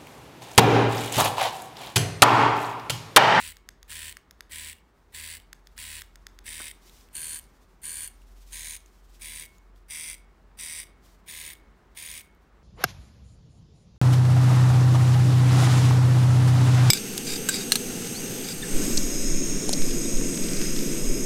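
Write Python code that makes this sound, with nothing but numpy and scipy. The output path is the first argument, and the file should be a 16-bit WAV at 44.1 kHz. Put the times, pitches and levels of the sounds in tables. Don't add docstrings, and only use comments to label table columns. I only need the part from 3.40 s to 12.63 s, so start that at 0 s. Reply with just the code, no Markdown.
import sys
import numpy as np
from scipy import signal
from scipy.fft import rfft, irfft
from scipy.io import wavfile
from scipy.ndimage import map_coordinates

SR = 44100
rng = np.random.default_rng(int(sys.argv[2]) if len(sys.argv) > 2 else 0)


def attenuation_scalar(level_db):
    decades = np.asarray(level_db, float) / 20
    return 10 ** decades


def master_out(mix):
    frames = np.transpose(np.atleast_2d(mix))
    ceiling = np.clip(frames, -1, 1)
    pcm = np.round(ceiling * 32767).astype(np.int16)
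    wavfile.write(sys.argv[1], SR, pcm)


N = 407033
TIME = np.arange(N) / SR
SHAFT_HZ = 78.69


def unit(x):
    return x / np.sqrt(np.mean(x ** 2) + 1e-20)


def along(points, hz):
    f, value = np.transpose(points)
    return np.interp(np.log(hz + 1), np.log(f + 1), value)


def curves(rows):
    s, *columns = np.transpose(rows)
    return [np.interp(TIME, s, column) for column in columns]


def wobble(rate):
    knots = rng.standard_normal(int(N / SR * 60) + 4)
    return map_coordinates(knots, [TIME * np.clip(rate, 0, 59)])


def coloured(x, colour_db, size=2048):
    cepstrum = irfft(np.log(attenuation_scalar(colour_db(np.fft.rfftfreq(size, 1 / SR))) + 1e-6))
    cepstrum[1:size // 2] *= 2
    cepstrum[size // 2 + 1:] = 0
    response = irfft(np.exp(rfft(cepstrum)))
    return signal.fftconvolve(x, response / np.linalg.norm(response))[:len(x)]


def ring(modes, seconds):
    t = np.arange(int(seconds * SR)) / SR
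    return sum(attenuation_scalar(db - 60 * t / t60) * np.sin(2 * np.pi * hz * t) for hz, db, t60 in modes)


def add(track, s, sound):
    part = track[round(s * SR):][:len(sound)]
    part += sound[:len(part)]


# [f/Hz, level/dB per Hz]
POSE_LOWERED = (-59.5, -4.5, [(530, -38), (900, -17.5), (991, -9), (1080, -17), (1420, -19), (1590, -5),
                (2140, 1.5), (3040, -5.5), (3500, -0.5), (5300, -11), (6890, -47), (11700, -120)],
                [(3120, -33), (5300, -12.5), (6050, -12), (6390, -1), (7170, -8.5), (8840, -4), (9470, 1),
                (9820, -6.5), (10100, -9), (10900, -16.5), (12900, -11), (15800, -16)])
POSE_TIP_SHOWN = (-61, -9.5, [(530, -33), (900, -26), (962, -15), (1340, -20), (1610, -2), (1730, -9),
                  (3520, -9), (3820, -17), (4400, -3), (5300, -21), (6890, -43), (11700, -120)],
                  [(3120, -35), (5300, -22), (5570, -21.5), (6330, -12), (7500, -10.5), (9300, 1.5),
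                  (9820, -3.5), (10400, -17.5), (11400, -26.5), (12300, -16), (12900, -8), (15800, -26)])
POSE_UPRIGHT = (-53, -2.25, [(530, -47.5), (900, -23), (999, -8.5), (1080, -21), (1280, -17.5), (1860, 0.5),
                (2340, -4.5), (2580, -2.5), (4640, -6.5), (5300, -18), (6890, -40.5), (11700, -120)],
                [(3120, -37.5), (5300, -7.5), (6690, -9.5), (7850, 1.5), (8450, -0.5), (9690, -2.5),
                (10600, -4.5), (11100, -15), (12800, -7), (13700, -11), (14200, -8.5), (14800, -6),
                (15800, -6.5)])
POSE_LEANING = (-64, -4.5, [(530, -46), (900, -38), (999, -24), (1480, -14.5), (2130, 3), (3020, -8),
                (3770, -3.5), (4240, -19.5), (4780, -0.5), (5300, -12.5), (6890, -35), (11700, -120)],
                [(3120, -27), (5300, -12.5), (5860, -5.5), (7100, -19), (7640, -5), (9380, 0.5), (9870, -4),
                (10200, -13), (11000, -20), (12600, -12), (15200, -17), (15800, -19)])
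POSE_TURNED = (-60, -1.7, [(530, -44), (900, -23), (1030, -16), (1480, -22), (1610, -9.5), (2190, 0),
               (2640, -8), (3500, -2.5), (4150, -8.5), (5300, -10), (6890, -42), (11700, -120)],
               [(3120, -33), (5300, -16), (5830, -11.5), (6810, -2.5), (7430, -13), (8000, -2),
               (8680, -8.5), (9430, 4.5), (9870, -11), (11100, -20.5), (12900, -4), (14000, -11),
               (15000, -10), (15800, -8.5)])


def posed(pose):
    poses = [POSE_LOWERED, POSE_TIP_SHOWN, POSE_UPRIGHT, POSE_LEANING, POSE_TURNED]
    place = np.clip(pose, 0, len(poses) - 1)
    shares = np.clip(1 - abs(place - np.arange(len(poses))), 0, 1)
    shake_db, barrel_db = shares @ np.array([p[:2] for p in poses])

    def colour(column):
        return lambda hz: sum(share * along(p[column], hz) for share, p in zip(shares, poses))

    return shake_db, barrel_db, colour(2), colour(3)


# place/turns, level/dB, t60/s, size scatter/dB
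CONTACTS = [(0, 0, .013, 1.5), (.12, -4, .013, 2.2), (.24, -4, .012, 2.5), (.54, -3, .011, 2),
            (.68, -10, .01, 2.5)]
UP_STROKE = 3


def shaft_turns(t, first, cut):
    spin_up, coast = 800, 15

    def ramp(span):
        return np.maximum(span, 0) ** 2 / 2

    turns = CONTACTS[UP_STROKE][0] + (t - first) * SHAFT_HZ
    return turns + spin_up * ramp(first + .01 - t) - coast * ramp(t - cut)


def contact_force(t, turns, first, cut, stop):
    slack_s, slack_db = 0.015, -15.5
    late_s = 0.00026
    number = np.floor(turns).astype(int) + 10
    chance = rng.standard_normal((60, len(CONTACTS), 2))
    force = attenuation_scalar(np.interp(t, [cut, stop], [-16, -30]))
    for k, (place, db, t60, scatter_db) in enumerate(CONTACTS):
        if k != UP_STROKE:
            db = db + np.interp(t, [stop - 2 * slack_s, stop - slack_s], [0, slack_db])
        for back in (0, 1):
            late, size = chance[number - back, k].T
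            since = (turns % 1 + back - place) / SHAFT_HZ - late_s * abs(late)
            sounding = (since >= 0) * (t - since > first - .001)
            force += sounding * attenuation_scalar(db + scatter_db * size - 60 * np.abs(since) / t60)
    return force


def drive_level(t, first, cut, stop):
    opening = first + np.array([-.02, -.017, -.0005, 0, .012])
    moments = np.append(opening, [cut, stop - .025, stop, stop + 0.0034, stop + 0.033, stop + 0.082])
    return np.interp(t, moments, [-60, -11, -3, -5, -1.5, -1.5, -1.0, 2.0, -18.5, -18, -36])


def cam_noise(turns):
    pattern = rng.standard_normal(561)[(turns % 1 * 561).astype(int)]
    pattern = signal.sosfilt(signal.butter(4, 1400, "high", fs=SR, output="sos"), pattern)
    return np.sqrt(.5) * pattern + np.sqrt(.5) * rng.standard_normal(len(turns))


# f/Hz, level/dB, t60/s
TUBE_MODES = [(9520, -30, 0.01), (9300, -52, 0.074), (12600, -36, .008)]


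def needle_treble(needle, hiss):
    dull = signal.butter(4, 11000, fs=SR, output="sos")
    treble = signal.sosfilt(dull, needle) + hiss - signal.sosfiltfilt(dull, hiss)
    return treble + signal.fftconvolve(needle, ring(TUBE_MODES, 0.095))[:len(needle)]


# f/Hz, level/dB, t60/s
BARREL_MODES = [(2198, -28, .55), (2213, -35, .5)]


def barrel_ring(feed):
    return signal.fftconvolve(feed, ring(BARREL_MODES, 0.58))[:len(feed)]


# multiple of the shaft speed, peak level/dB
MOTOR_TONES = [(2, -66), (3, -68), (7, -71.5), (9, -76.5), (12, -70), (13, -65.5), (21, -70.5), (24, -62),
               (26, -65), (32, -62)]


def motor_tones(turns):
    return sum(attenuation_scalar(db) * np.sin(2 * np.pi * (order * turns + rng.random())) for order, db in MOTOR_TONES)


def burst(first, length, rattle_db, ring_db, pose):
    stop, begin = first + length, max(first - .035, 0)
    cut = stop - .045
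    shake_db, barrel_db, barrel_colour, tube_colour = posed(pose)
    t = begin + np.arange(int((stop + .1 - begin) * SR)) / SR
    turns = shaft_turns(t, first, cut)
    force = contact_force(t, turns, first, cut, stop)
    level = attenuation_scalar(rattle_db - 1.5 + drive_level(t, first, cut, stop))
    steady = (t > first + .012) & (t < cut)

    def played(shape):
        return np.pad(shape * level / np.sqrt(np.mean(shape[steady] ** 2)), (0, SR // 2))

    cam = played(force ** .9 * cam_noise(turns))
    needle = played(force * rng.standard_normal(len(t)))
    hiss = played(force ** .5 * rng.standard_normal(len(t)))
    rattle = attenuation_scalar(barrel_db) * coloured(cam, barrel_colour)
    rattle += coloured(needle_treble(needle, hiss), tube_colour)
    feed = played(force * np.sin(2 * np.pi * 28 * turns))
    rattle += attenuation_scalar(ring_db) * barrel_ring(feed)
    shake = attenuation_scalar(shake_db) * np.sin(2 * np.pi * turns)
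    shake_fade = np.interp(t, [first - .03, first + .015, cut, stop + .06], [0, 1, 1, 0])
    tone_fade = np.interp(t, [first - .024, first + 0.014, cut, stop], [0, 1, 1, 0])
    add(rattle, 0, shake_fade * shake)
    add(rattle, 0, tone_fade * motor_tones(turns))
    return begin, rattle


# first knock t/s, length/s, rattle level/dB ahead of the drive curve,
# long ring gain/dB, pose (place in the row of poses; a fraction blends two)
MOTOR_BURSTS = [(-.1349, 0.26, -38.5, -53.5, 2), (0.4958, 0.23, -39, -52, 2), (1.1124, .2216, -39, -56, 2),
                (1.7401, 0.24, -39.5, -54, 2), (2.3806, 0.24, -39.5, -55, 2),
                (3.0576, 0.26, -39, -54, 2.45), (3.7466, 0.25, -34.5, -59, 1), (4.4339, 0.25, -35, -61, 1),
                (5.1232, 0.25, -38, -54.5, 0), (5.812, 0.25, -40, -44.5, 3.5),
                (6.5005, 0.25, -36.5, -51, 3), (7.189, 0.25, -36.5, -51, 3), (7.878, 0.26, -40, -47.5, 4),
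                (8.566, 0.25, -40, -47, 3.8)]


def pen():
    track = np.zeros(N)
    for row in MOTOR_BURSTS:
        add(track, *burst(*row))
    return track


# f/Hz, t60/s
ROOM_DECAY = [(500, 0.29), (3000, 0.41), (10000, 0.18)]


def room(x):
    hz, t, z = signal.stft(rng.standard_normal(SR // 2), SR, nperseg=256)
    tail = signal.istft(z * attenuation_scalar(-60 * t / along(ROOM_DECAY, hz)[:, None]), SR, nperseg=256)[1]
    tail /= np.linalg.norm(tail)
    tail[[0, int(.007 * SR)]] = attenuation_scalar([-12, -12])
    return signal.fftconvolve(np.pad(x, (int(.0146 * SR), 0)), tail)[:N]


# t/s, f/Hz, rms level/dB
WANDERING_HUM = [(0.0, 44.331, -56.0), (1.0, 46.053, -64.8), (2.0, 44.034, -65.4), (3.0, 43.969, -56.5),
                 (4.0, 43.982, -70.2), (5.0, 44.312, -53.0), (6.0, 45.205, -54.6), (7.2, 46.164, -58.3),
                 (8.2, 47.019, -61.2), (9.23, 47.523, -62.9)]
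SINKING_HUM = [(0.0, 44.0, -71.0), (4.6, 43.595, -56.9), (9.23, 42.817, -71.0)]
# f/Hz, level/dB per Hz
AIR_COLOUR = [(32, -22), (55, -1), (77, -11.5), (115, -17), (189, -14.5), (319, -18.5), (367, -15.5),
              (444, -20), (524, -23), (1090, -22.5), (1930, -28.5), (2400, -34), (8430, -50), (14200, -62),
              (16000, -44)]
# t/s, level/dB
AIR_LEVEL = [(0, -62), (3.9, -60), (5, -61.5), (8.1, -59), (9.23, -59.5)]


def ventilation():
    def hum(hz, db):
        phase = 2 * np.pi * np.cumsum(hz) / SR
        return np.sqrt(2) * attenuation_scalar(db + 0.74 * wobble(6)) * np.sin(phase)

    air = unit(coloured(rng.standard_normal(N), lambda hz: along(AIR_COLOUR, hz), size=16384))
    air_level = attenuation_scalar(curves(AIR_LEVEL)[0] + 0.66 * wobble(2.925))
    return hum(*curves(WANDERING_HUM)) - hum(*curves(SINKING_HUM)) + air_level * air


# t/s, level/dB
RUB_LEVEL = [(0, -80.5), (3.3, -76.5), (3.46, -59), (3.62, -59), (3.7, -68.5), (4.0, -68), (4.4, -76),
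             (4.8, -69.5), (4.94, -69.5), (4.97, -64.5), (5.12, -61), (5.55, -71.5), (5.8, -62.5),
             (6.3, -76.5), (7.6, -85.5), (7.66, -60), (7.73, -63.5), (7.82, -78), (9.23, -83.5)]
# f/Hz, level/dB per Hz
RUBBER_COLOUR = [(1180, -42.5), (2000, -2), (4010, 1), (5680, 1), (8190, -2), (11700, -7), (13900, -3),
                 (16000, -7.5)]


def glove_rub():
    grains = rng.standard_normal(N) * attenuation_scalar(2.8 * wobble(40) + 0.99 * wobble(17))
    return attenuation_scalar(curves(RUB_LEVEL)[0]) * unit(coloured(grains, lambda hz: along(RUBBER_COLOUR, hz)))


# t/s, level/dB, f/Hz
CREASE_SNAPS = [(1.385, -51, 2740), (2.0, -42, 3000), (3.496, -41.5, 3880), (3.6104, -49, 5150),
                (3.6878, -52, 2696), (4.819, -52.5, 2744), (5.4607, -48, 6360), (6.15, -56, 4000),
                (6.183, -49.5, 6700), (6.3607, -55.5, 3340), (8.153, -47, 3290), (8.949, -59, 13500)]


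def glove_snaps():
    track, t = np.zeros(N), np.arange(SR // 10) / SR
    for s, db, hz in CREASE_SNAPS:
        crack = .8 * attenuation_scalar(-60 * t / 0.0052) * rng.standard_normal(len(t))
        add(track, s, attenuation_scalar(db) * (ring([(hz, 0, .008)], len(t) / SR) + crack))
    return track


# t/s, level/dB, t60/s
GRIP_BUMP = (3.199, -35.5, 0.06)
# f/Hz, level/dB per Hz
BUMP_COLOUR = [(120, -26), (220, -2), (700, -1.5), (1100, 0), (1500, 6), (2200, -23)]


def grip_bump():
    track, t = np.zeros(N), np.arange(SR // 10) / SR
    s, db, t60 = GRIP_BUMP
    envelope = attenuation_scalar(db - 60 * t / t60) * (1 - np.exp(-t / 0.0027))
    thud = envelope * rng.standard_normal(len(t))
    add(track, s, coloured(thud, lambda hz: along(BUMP_COLOUR, hz)))
    return track


# f/Hz, level/dB before scatter, t60/s
DOME_MODES = [(2490, -4.5, 0.0027), (3940, -4, 0.0021), (4420, -7, 0.0027), (5350, -5.5, 0.0027),
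              (6100, -5.5, 0.0016), (7600, -16, 0.00085), (9870, -12, 0.0013), (13830, -18, 0.0021)]
PRESS_TIMES = [0.2886, 0.5221, .7686, 1.0066, 2.1295, 2.378, 2.6187, 2.8673]
LET_GO_TIMES = [.168, .4287, .9094, 2.2707, 2.7566, 2.9885]


def button():
    track, t = np.zeros(N), np.arange(SR // 100) / SR
    # t/s, click gain/dB, level/dB of its low knock within the click
    clicks = [(s, -28, -7) for s in PRESS_TIMES] + [(s, -35, -25.5) for s in LET_GO_TIMES]
    for s, db, knock_db in clicks:
        modes = [(hz, level + rng.normal(0, 1.5), t60) for hz, level, t60 in DOME_MODES]
        modes.append((1960, knock_db, 0.0033))
        crackle = attenuation_scalar(-15.0 - 60 * t / 0.0092) * rng.standard_normal(len(t))
        snap = ring(modes, .01) * (1 - np.exp(-t / .0001)) + crackle
        for late, rebound_db in [(.0003, -2), (.0009, 4), (.0015, -16.5)]:
            add(track, s + late, attenuation_scalar(db + rebound_db) * snap)
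    return signal.sosfilt(signal.butter(2, 1100, "high", fs=SR, output="sos"), track)


def scene():
    near = pen() + glove_rub() + glove_snaps() + grip_bump() + button()
    return (near + attenuation_scalar(-18.5) * room(near) + ventilation())[None]


def roll_off(x):
    return signal.sosfilt(signal.butter(12, 16800, fs=SR, output="sos"), x)


def record(dry):
    narrow = signal.sosfilt(signal.cheby2(12, 35, 16100, fs=SR, output="sos"), dry)
    return roll_off(narrow)


dry = scene()
out = record(dry)
master_out(out)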